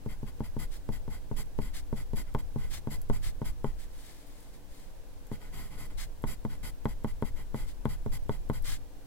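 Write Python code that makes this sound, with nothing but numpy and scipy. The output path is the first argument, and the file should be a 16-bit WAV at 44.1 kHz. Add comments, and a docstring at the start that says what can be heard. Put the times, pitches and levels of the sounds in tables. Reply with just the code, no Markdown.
"""A pencil writes small characters on a sheet of paper lying on a desk, between two close microphones.
Most strokes start with the lead knocking on the desk, then scratch over the paper fibres; a few begin
softly, with only the scratch. Between characters the side of the hand slides along the sheet with a
soft hiss. Paper and pencil give off a few tiny ticks, the moving arm makes the desk rumble, and a quiet
room hums behind it all."""
import sys
import numpy as np
from scipy import signal
from scipy.fft import rfft, irfft
from scipy.io import wavfile
from scipy.ndimage import uniform_filter1d

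SR = 44100
rng = np.random.default_rng(int(sys.argv[2]) if len(sys.argv) > 2 else 0)


def file_out(sig):
    """Save sig as 16-bit WAV at sys.argv[1]."""
    # one column per channel
    cols = np.atleast_2d(sig).T
    # limit, then scale
    lim = np.clip(cols, -1, 1)
    pcm = np.round(lim * 32767).astype(np.int16)
    wavfile.write(sys.argv[1], SR, pcm)


N = 399546

# Room tone and microphone hiss. Each row: frequency in Hz, relative level in dB.
ROOM_SPECTRUM = [(24, -50), (40, -10), (109, -4.5), (179, -6), (248, -10), (282, -4.5), (410, -11.5),
                 (464, -5.5), (567, -10.5), (912, -14.5), (1330, -22.5), (1540, -19.5), (2030, -23.5),
                 (15800, -30)]
# The rumble of the desk under the arm. Each row: frequency in Hz, relative level in dB.
RUMBLE_SPECTRUM = [(10, -5.5), (22, -1.5), (30, -8.5), (42, -10.5), (60, -17.5), (90, -21), (140, -28.5),
                   (250, -44.5), (600, -72.5)]
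# How firmly the arm leans on the desk; it eases off while the pencil is lifted.
# Each row: time in seconds, relative level in dB.
ARM_WEIGHT = [(0.0, -43.5), (2.7, -41.5), (3.15, -38), (3.7, -40.5), (4.15, -54), (5.25, -46.5), (5.8, -47),
              (5.95, -41), (6.5, -46), (7.2, -42), (8.7, -40), (9.06, -50.5)]
# Skin rubbing on paper. Each row: frequency in Hz, left and right relative levels in dB.
SKIN_SPECTRUM = [(150, -2, -10), (513, -23, -22), (800, -8, -9.5), (1050, -5.5, -14.5), (1570, -9.5, -4),
                 (2040, -0.5, -5.5), (2700, -9, -12), (3150, -3, -9.5), (4960, -5, -7.5), (5770, -10, -12),
                 (7840, -8, -9.5), (11300, -13.5, -15), (14900, -19.5, -19.5)]
# The hand brushes along. Each row: start in seconds, length in seconds, relative level in dB.
HAND_SLIDES = [(0.705, 0.089, -51.5), (1.73, 0.087, -45.5), (2.695, 0.11, -45), (3.214, 0.11, -46),
               (3.777, 0.1, -55), (3.87, 0.48, -57), (4.015, 0.16, -54), (4.17, 0.46, -61),
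               (4.52, 0.069, -59.5), (4.665, 0.27, -59.5), (5.968, 0.1, -44), (7.662, 0.073, -54.5),
               (8.634, 0.15, -41.5)]
# Small ticks of paper and pencil. Each row: time in seconds, relative level in dB, left minus right in dB.
SMALL_TICKS = [(1.459, -49, -2), (3.016, -33.5, -1), (3.9797, -48, 7), (4.2694, -46, 4), (4.4044, -43, 2.0),
               (4.4288, -48, 1.5), (5.269, -44, 2.5), (6.2208, -43.5, 6), (8.624, -38, 0.5)]
# The bands in which pencil and sheet ring under the sliding lead.
# Each row: centre in Hz, width in Hz, left and right relative levels in dB.
PAPER_RESONANCES = [(906, 420, -1, -3), (1170, 72, -3, -27), (1490, 98, 2.5, -1.5), (2086, 260, 3, 2),
                    (2610, 78, -12, -4), (2060, 7700, -10.5, -10), (3210, 29, -10, -5), (3190, 193, 4, -22),
                    (3890, 210, -8.5, -25), (4450, 350, -6, -6.5), (4870, 260, -3, -7.5),
                    (5250, 410, -15, -7), (6570, 810, -11, -25), (7380, 1450, -7.5, -10),
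                    (7710, 950, -5, -14.5), (8800, 2200, -13.5, -28), (10420, 1960, -8, -8.5),
                    (10850.0, 720, -4.5, -18), (11600, 1100, -6, -25), (12700, 1000, -19, -6),
                    (14200, 1300, -6.5, -9), (16000, 2400, -14.5, -42)]
# The desk's modes, the tones it rings with when knocked.
# Each row: frequency in Hz, seconds to fade by 60 dB, left and right relative levels in dB.
DESK_MODES = [(110.8, 0.058, -13.5, -0.5), (138.6, 0.15, -3, -11), (215.2, 0.091, -4.5, -9),
              (290.3, 0.086, -10, -23), (403.2, 0.04, -5, -3.5), (508, 0.21, -35, -37),
              (599, 0.11, -23, -25.5), (703, 0.13, -33.5, -22), (829, 0.045, -7.5, -12.5),
              (905, 0.052, -7, -6.5), (1025, 0.058, -12.5, -22), (1079, 0.076, -29, -25.5),
              (1287, 0.042, -27.5, -20), (1440, 0.039, -22, -14.5), (1960, 0.034, -11, -13),
              (2057, 0.026, -28, -11), (2310, 0.037, -33, -22), (3170, 0.011, 2, -24),
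              (3400, 0.013, -7.5, -9), (3920, 0.02, -9, -22)]
# The lead lands. Each row: time in seconds, relative force in dB, contact time in milliseconds.
LANDINGS = [(0.0616, -23.5, 0.38), (0.2308, -26.5, 0.35), (0.4053, -23, 0.24), (0.5664, -27.5, 0.26),
            (0.8905, -23.5, 0.27), (1.0794, -29.5, 0.27), (1.3138, -26.5, 0.23), (1.5889, -22.5, 0.19),
            (1.9281, -24, 0.25), (2.134, -25, 0.3), (2.3486, -19, 0.13), (2.5605, -23.5, 0.33),
            (2.8726, -24.5, 0.23), (3.0993, -20.5, 0.15), (3.417, -24.5, 0.18), (3.6445, -20.5, 0.15),
            (5.3161, -24, 0.28), (6.2396, -23.5, 0.095), (6.4507, -24, 0.165), (6.8554, -20, 0.1),
            (7.0458, -21.0, 0.15), (7.2243, -21.5, 0.13), (7.545, -26, 0.12), (7.8553, -22.5, 0.085),
            (8.0623, -25.5, 0.23), (8.2943, -23, 0.1), (8.499, -21.5, 0.098)]
# The lead is drawn along. Each row: start in seconds, length in seconds, relative level in dB.
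PENCIL_STROKES = [(0.083, 0.078, -60), (0.262, 0.052, -59.5), (0.432, 0.058, -57), (0.586, 0.079, -50),
                  (0.915, 0.073, -55.5), (1.097, 0.098, -57.5), (1.361, 0.076, -47), (1.602, 0.11, -56.5),
                  (1.955, 0.084, -54.5), (2.154, 0.08, -48), (2.262, 0.052, -73), (2.382, 0.04, -55.5),
                  (2.573, 0.13, -61), (2.9, 0.077, -49), (3.122, 0.07, -53), (3.443, 0.075, -51),
                  (3.65, 0.074, -62), (5.313, 0.065, -58.5), (5.398, 0.11, -63), (5.52, 0.18, -54),
                  (5.7, 0.094, -61), (5.772, 0.11, -53), (5.897, 0.038, -67), (6.265, 0.092, -47.5),
                  (6.491, 0.086, -60), (6.627, 0.085, -47.5), (6.879, 0.064, -57.5), (7.069, 0.057, -57.5),
                  (7.243, 0.063, -55.5), (7.355, 0.089, -60.5), (7.542, 0.13, -56), (7.885, 0.078, -53.5),
                  (8.116, 0.069, -49), (8.304, 0.078, -58.5), (8.526, 0.075, -53.5)]

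TIME = np.arange(N) / SR
FREQ = np.maximum(np.fft.rfftfreq(N, 1 / SR), 1)
SIDES = np.array([[1], [-1]])  # plus for left, minus for right
MEDIUM_DB = -54  # table level of a medium stroke or slide


def undb(db):
    """Turn decibels into a factor to multiply by."""
    return 10 ** (np.asarray(db) / 20)


def colour(points):
    """Join the rows of a spectrum table into a gain at every frequency, one curve per level column."""
    hz, *columns = np.transpose(points)
    return np.array([undb(np.interp(np.log(FREQ), np.log(hz), db)) for db in columns])


def filtered(x, response):
    """Turn each frequency in x up or down by the given response."""
    return irfft(rfft(x) * response, N)


def unit_above(gain, hz):
    """Scale a response so that white noise comes out with an average (rms) level of 1 above hz."""
    return gain / np.sqrt(np.mean(np.abs(gain) ** 2 * (FREQ > hz)))


def causal(gain):
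    """Make a filter with this gain that rings only after a blow, never before (minimum phase)."""
    cepstrum = irfft(np.log(gain + 1e-6), N)
    index = np.arange(N)
    return np.exp(rfft(2 * cepstrum * (index < N // 2) - cepstrum * (index == 0)))


def wander(rate_hz):
    """A smooth random curve that typically strays from zero by about 1."""
    x = filtered(rng.standard_normal(N), 1 / (1 + (FREQ / rate_hz) ** 4))
    return x / x.std()


def two_mics(sources, likeness, lag_ms):
    """Mix three signals into stereo: one is shared, lag_ms later on the right; each side gets one more."""
    share = np.clip(likeness, 0, 1)
    delay = np.exp(-2j * np.pi * FREQ * np.array([[0], [lag_ms / 1000]]))
    return filtered(sources[0], np.sqrt(share) * delay) + filtered(sources[1:], np.sqrt(1 - share))


def reflections(wet_db, fade_s):
    """A filter for the short, dense echoes off desk, hand and microphones, different on each side."""
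    t = TIME[:SR // 10]
    tail = rng.standard_normal((2, len(t))) * np.exp(-np.log(1000) * t / fade_s) * (t > .001)
    tail = tail / np.sqrt(np.sum(tail ** 2, axis=1, keepdims=True))
    return (1 + undb(wet_db) * rfft(tail, N)) / np.sqrt(1 + undb(wet_db) ** 2)


def movements(table, rise, sharpness, medium_bright_db, bright_per_db):
    """Speed (0 to 1), gain and brightness of moves that speed up for the share `rise`, then slow down."""
    speed, gain, bright_db = np.zeros((3, N))
    for start, length, db in table:
        span = slice(int(start * SR), int((start + length) * SR))
        progress = np.interp((TIME[span] - start) / length, [0, rise, 1], [0, .5, 1])
        arc = np.sin(np.pi * progress) ** sharpness  # below 1: a broad top; above 1: a brief peak
        bright_db[span][arc > speed[span]] = medium_bright_db + bright_per_db * (db - MEDIUM_DB)
        speed[span] = np.maximum(speed[span], arc)
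        gain[span] = np.maximum(gain[span], arc * undb(db))
    return speed, gain, bright_db


def fibre_catches(per_second, spread_db):
    """Paper fibres catch and let go at random, making three streams of tiny, uneven clicks."""
    chance = np.clip(per_second / SR, 1e-4, 1)
    size = rng.choice([-1, 1], (3, N)) * undb(spread_db * rng.standard_normal(N))
    clicks = (rng.random(N) < chance) * size / np.sqrt(chance)
    return clicks / clicks.std()


def brightened(x, bright_db, split_hz):
    """A brighter rub has less body below split_hz."""
    body = filtered(x, 1 / (1 + (FREQ / split_hz) ** 4))
    return x - body + body * undb(-bright_db)


def room_tone(air_db, hum_db, hum_hz, hum_width_hz):
    """Quiet room noise with a faint hum; the treble is each microphone's own hiss."""
    air = two_mics(rng.standard_normal((3, N)), 0.5 / (1 + (FREQ / 900) ** 2), lag_ms=0)
    air = filtered(air, unit_above(colour(ROOM_SPECTRUM), 100))
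    hum_band = 1 / (1 + ((FREQ - hum_hz) / hum_width_hz) ** 2)
    hum = filtered(rng.standard_normal(N), unit_above(hum_band, 0))
    return undb(air_db) * air + undb(hum_db) * hum


def arm_effort(moves, push_db, landing_db, sway_s, settle_s):
    """The arm works harder with every stroke and slide, and its weight settles after each landing."""
    pushes = sum(np.sqrt(gain / gain.max()) for _, gain, _ in moves)
    sway = uniform_filter1d(pushes, int(sway_s * SR))  # the heavy arm spreads each push out in time
    hardest_db = max(db for _, db, _ in LANDINGS)
    settling = sum(undb(db - hardest_db) * (TIME > start) * np.exp(-np.abs(TIME - start) / settle_s)
                   for start, db, _ in LANDINGS)
    return 1 + undb(push_db) * sway + undb(landing_db) * settling


def arm_rumble(effort, rumble_db, rocking, rocking_hz):
    """The arm rocks the desk and the microphones that stand on it: one rises as the other sinks."""
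    weight_db = np.interp(TIME, *np.transpose(ARM_WEIGHT))
    rocking_share = rocking / (1 + (rocking_hz / FREQ) ** 2)
    motion = SIDES * two_mics(rng.standard_normal((3, N)), rocking_share, lag_ms=0)
    rumble = filtered(motion, unit_above(colour(RUMBLE_SPECTRUM), 0))
    return effort * undb(weight_db + rumble_db) * rumble


def small_ticks(sheet, tick_db, decay_s, thin_hz):
    """The sheet or the pencil gives way in a tiny, thin burst of clicks."""
    bursts, t = np.zeros((2, N)), TIME[:SR // 40]
    for start, db, pan_db in SMALL_TICKS:
        i = int(start * SR)
        gain = undb(db + tick_db + SIDES * pan_db / 2)
        bursts[:, i:i + len(t)] += gain * rng.standard_normal(len(t)) * np.exp(-t / decay_s)
    return filtered(bursts, sheet / (1 + (thin_hz / FREQ) ** 3))


def hand_rub(slides, rub_db, grip_db):
    """Skin touches many fibres at once, so it gives a smooth, wide hiss that swells and fades softly."""
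    speed, gain, bright_db = slides
    grains = fibre_catches(16000 + 20000 * speed, spread_db=2) * undb(grip_db * wander(rate_hz=62))
    hiss = two_mics(grains, likeness=.1 + 0.47 / (1 + (FREQ / 6000) ** 4), lag_ms=0.091)
    hiss = filtered(hiss, unit_above(colour(SKIN_SPECTRUM), 3500))
    return undb(rub_db) * gain * brightened(hiss, bright_db, split_hz=8500)


def sheet_response():
    """Pencil and sheet ring in bands that colour what the lead does on the paper."""
    power = sum(undb([[left], [right]]) ** 2 / (1 + (2 * (FREQ - hz) / width) ** 2) ** 2
                for hz, width, left, right in PAPER_RESONANCES)
    return unit_above(causal(np.sqrt(power)), 3500)


def desk_rings(build_s, upper_hz, right_lag_s):
    """Each desk tone at each microphone after a downward push; the high ones take a moment to build."""
    hz, fade_s, *sides_db = np.transpose(DESK_MODES)[:, :, None]
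    t = TIME[:SR // 4]
    build = 1 - np.exp(-t / build_s) / (1 + (upper_hz / hz) ** 4)
    # Bending waves in the desk reach the right microphone later, the slow low ones most of all.
    lag = np.array([0, right_lag_s])[:, None, None] * np.sqrt(1000 / hz)
    swing = np.cos(2 * np.pi * hz * (t - lag)) * (t >= lag)
    return -undb(sides_db) * build * np.exp(-np.log(1000) * t / fade_s) * swing


def pencil_clicks(sheet, touch_db, press_db, early_s):
    """The lead clicks as it meets the paper, and again a moment later as it presses it onto the desk."""
    clicks = np.zeros(N)
    head_starts = early_s * (.5 + rng.random(len(LANDINGS)))
    for (start, db, contact_ms), ahead in zip(LANDINGS, head_starts):
        clicks[int((start - ahead) * SR)] += undb(db + touch_db) / contact_ms
        clicks[int(start * SR)] += undb(db + press_db) / contact_ms
    return filtered(clicks, sheet * FREQ ** 2 / (FREQ ** 2 + 6000 ** 2))


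def pencil_knocks(rings, place_db, cushion_hz, scatter_db):
    """Each landing hits a new spot on the desk, changing the mix of tones; shorter hits sound harder."""
    knocks, t = np.zeros((2, N)), TIME[:SR // 100]
    mixes = undb(place_db * rng.standard_normal((len(LANDINGS), len(DESK_MODES))))
    for (start, db, contact_ms), mix in zip(LANDINGS, mixes):
        push = t * np.exp(-1000 * t / contact_ms)
        ring = signal.fftconvolve(mix @ rings, undb(db) * push[None] / push.sum())
        i = int(start * SR)
        knocks[:, i:i + ring.shape[1]] += ring
    # The paper softens the treble of the blow; many weak, crowded tones add a little rustle.
    cushion = 1 / (1 + 1j * np.sqrt(2) * FREQ / cushion_hz - (FREQ / cushion_hz) ** 2)
    return filtered(knocks, cushion * reflections(scatter_db, fade_s=0.14))


def pencil_scratch(strokes, desk, sheet, scratch_db, drag_db, grip_db):
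    """The lead crosses more fibres the faster it goes; its uneven drag also shakes the desk."""
    speed, gain, bright_db = strokes
    grains = fibre_catches(1500 + 9000 * speed, spread_db=-0.5) * undb(grip_db * wander(rate_hz=48))
    grains = two_mics(grains, likeness=0.64 + 0.47 / (1 + (FREQ / 3000) ** 4), lag_ms=0.088)
    scratch = brightened(filtered(grains, sheet), bright_db, split_hz=3550)
    desk_lows = rfft(desk, N) / (1 + (FREQ / 330) ** 2)
    shake = filtered(rng.standard_normal(N), unit_above(desk_lows, 0))
    pressure = speed ** .5 * (gain / gain.max()) ** 0.57
    return undb(scratch_db) * gain * scratch + undb(drag_db) * pressure * shake


def scene():
    """Add up pencil, hand, arm and room at the two microphones."""
    # A brisk stroke is louder and brighter; a light slide of the hand is thinner than a firm one.
    strokes = movements(PENCIL_STROKES, rise=0.28, sharpness=0.79,
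                        medium_bright_db=-2.5, bright_per_db=0.52)
    slides = movements(HAND_SLIDES, rise=0.37, sharpness=1.17, medium_bright_db=5, bright_per_db=-0.17)
    rings = desk_rings(build_s=0.00084, upper_hz=776, right_lag_s=.00008)
    sheet = sheet_response() * reflections(wet_db=-3.5, fade_s=0.075)
    knocks = pencil_knocks(rings, place_db=1.92, cushion_hz=4440, scatter_db=-12.5)
    scratch = pencil_scratch(strokes, rings.sum(axis=1), sheet, scratch_db=1.01, drag_db=-45, grip_db=0.5)
    near_echoes = reflections(wet_db=-12, fade_s=.03)
    rub = filtered(hand_rub(slides, rub_db=1.25, grip_db=1.0), near_echoes)
    clicks = pencil_clicks(sheet, touch_db=-30, press_db=-31, early_s=0.0055)
    ticks = small_ticks(sheet, tick_db=-4.5, decay_s=0.0019, thin_hz=6360)
    effort = arm_effort([strokes, slides], push_db=2.0, landing_db=6.5, sway_s=0.12, settle_s=0.076)
    rumble = arm_rumble(effort, rumble_db=3.5, rocking=0.56, rocking_hz=38)
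    room = room_tone(air_db=-57, hum_db=-69, hum_hz=283, hum_width_hz=3.5)
    return room + rumble + ticks + rub + clicks + knocks + scratch


def record(dry):
    """Cut away the highest treble, above 15900 Hz."""
    return signal.sosfilt(signal.ellip(10, .2, 70, 15900, fs=SR, output="sos"), dry)


dry = scene()
out = record(dry)
file_out(out)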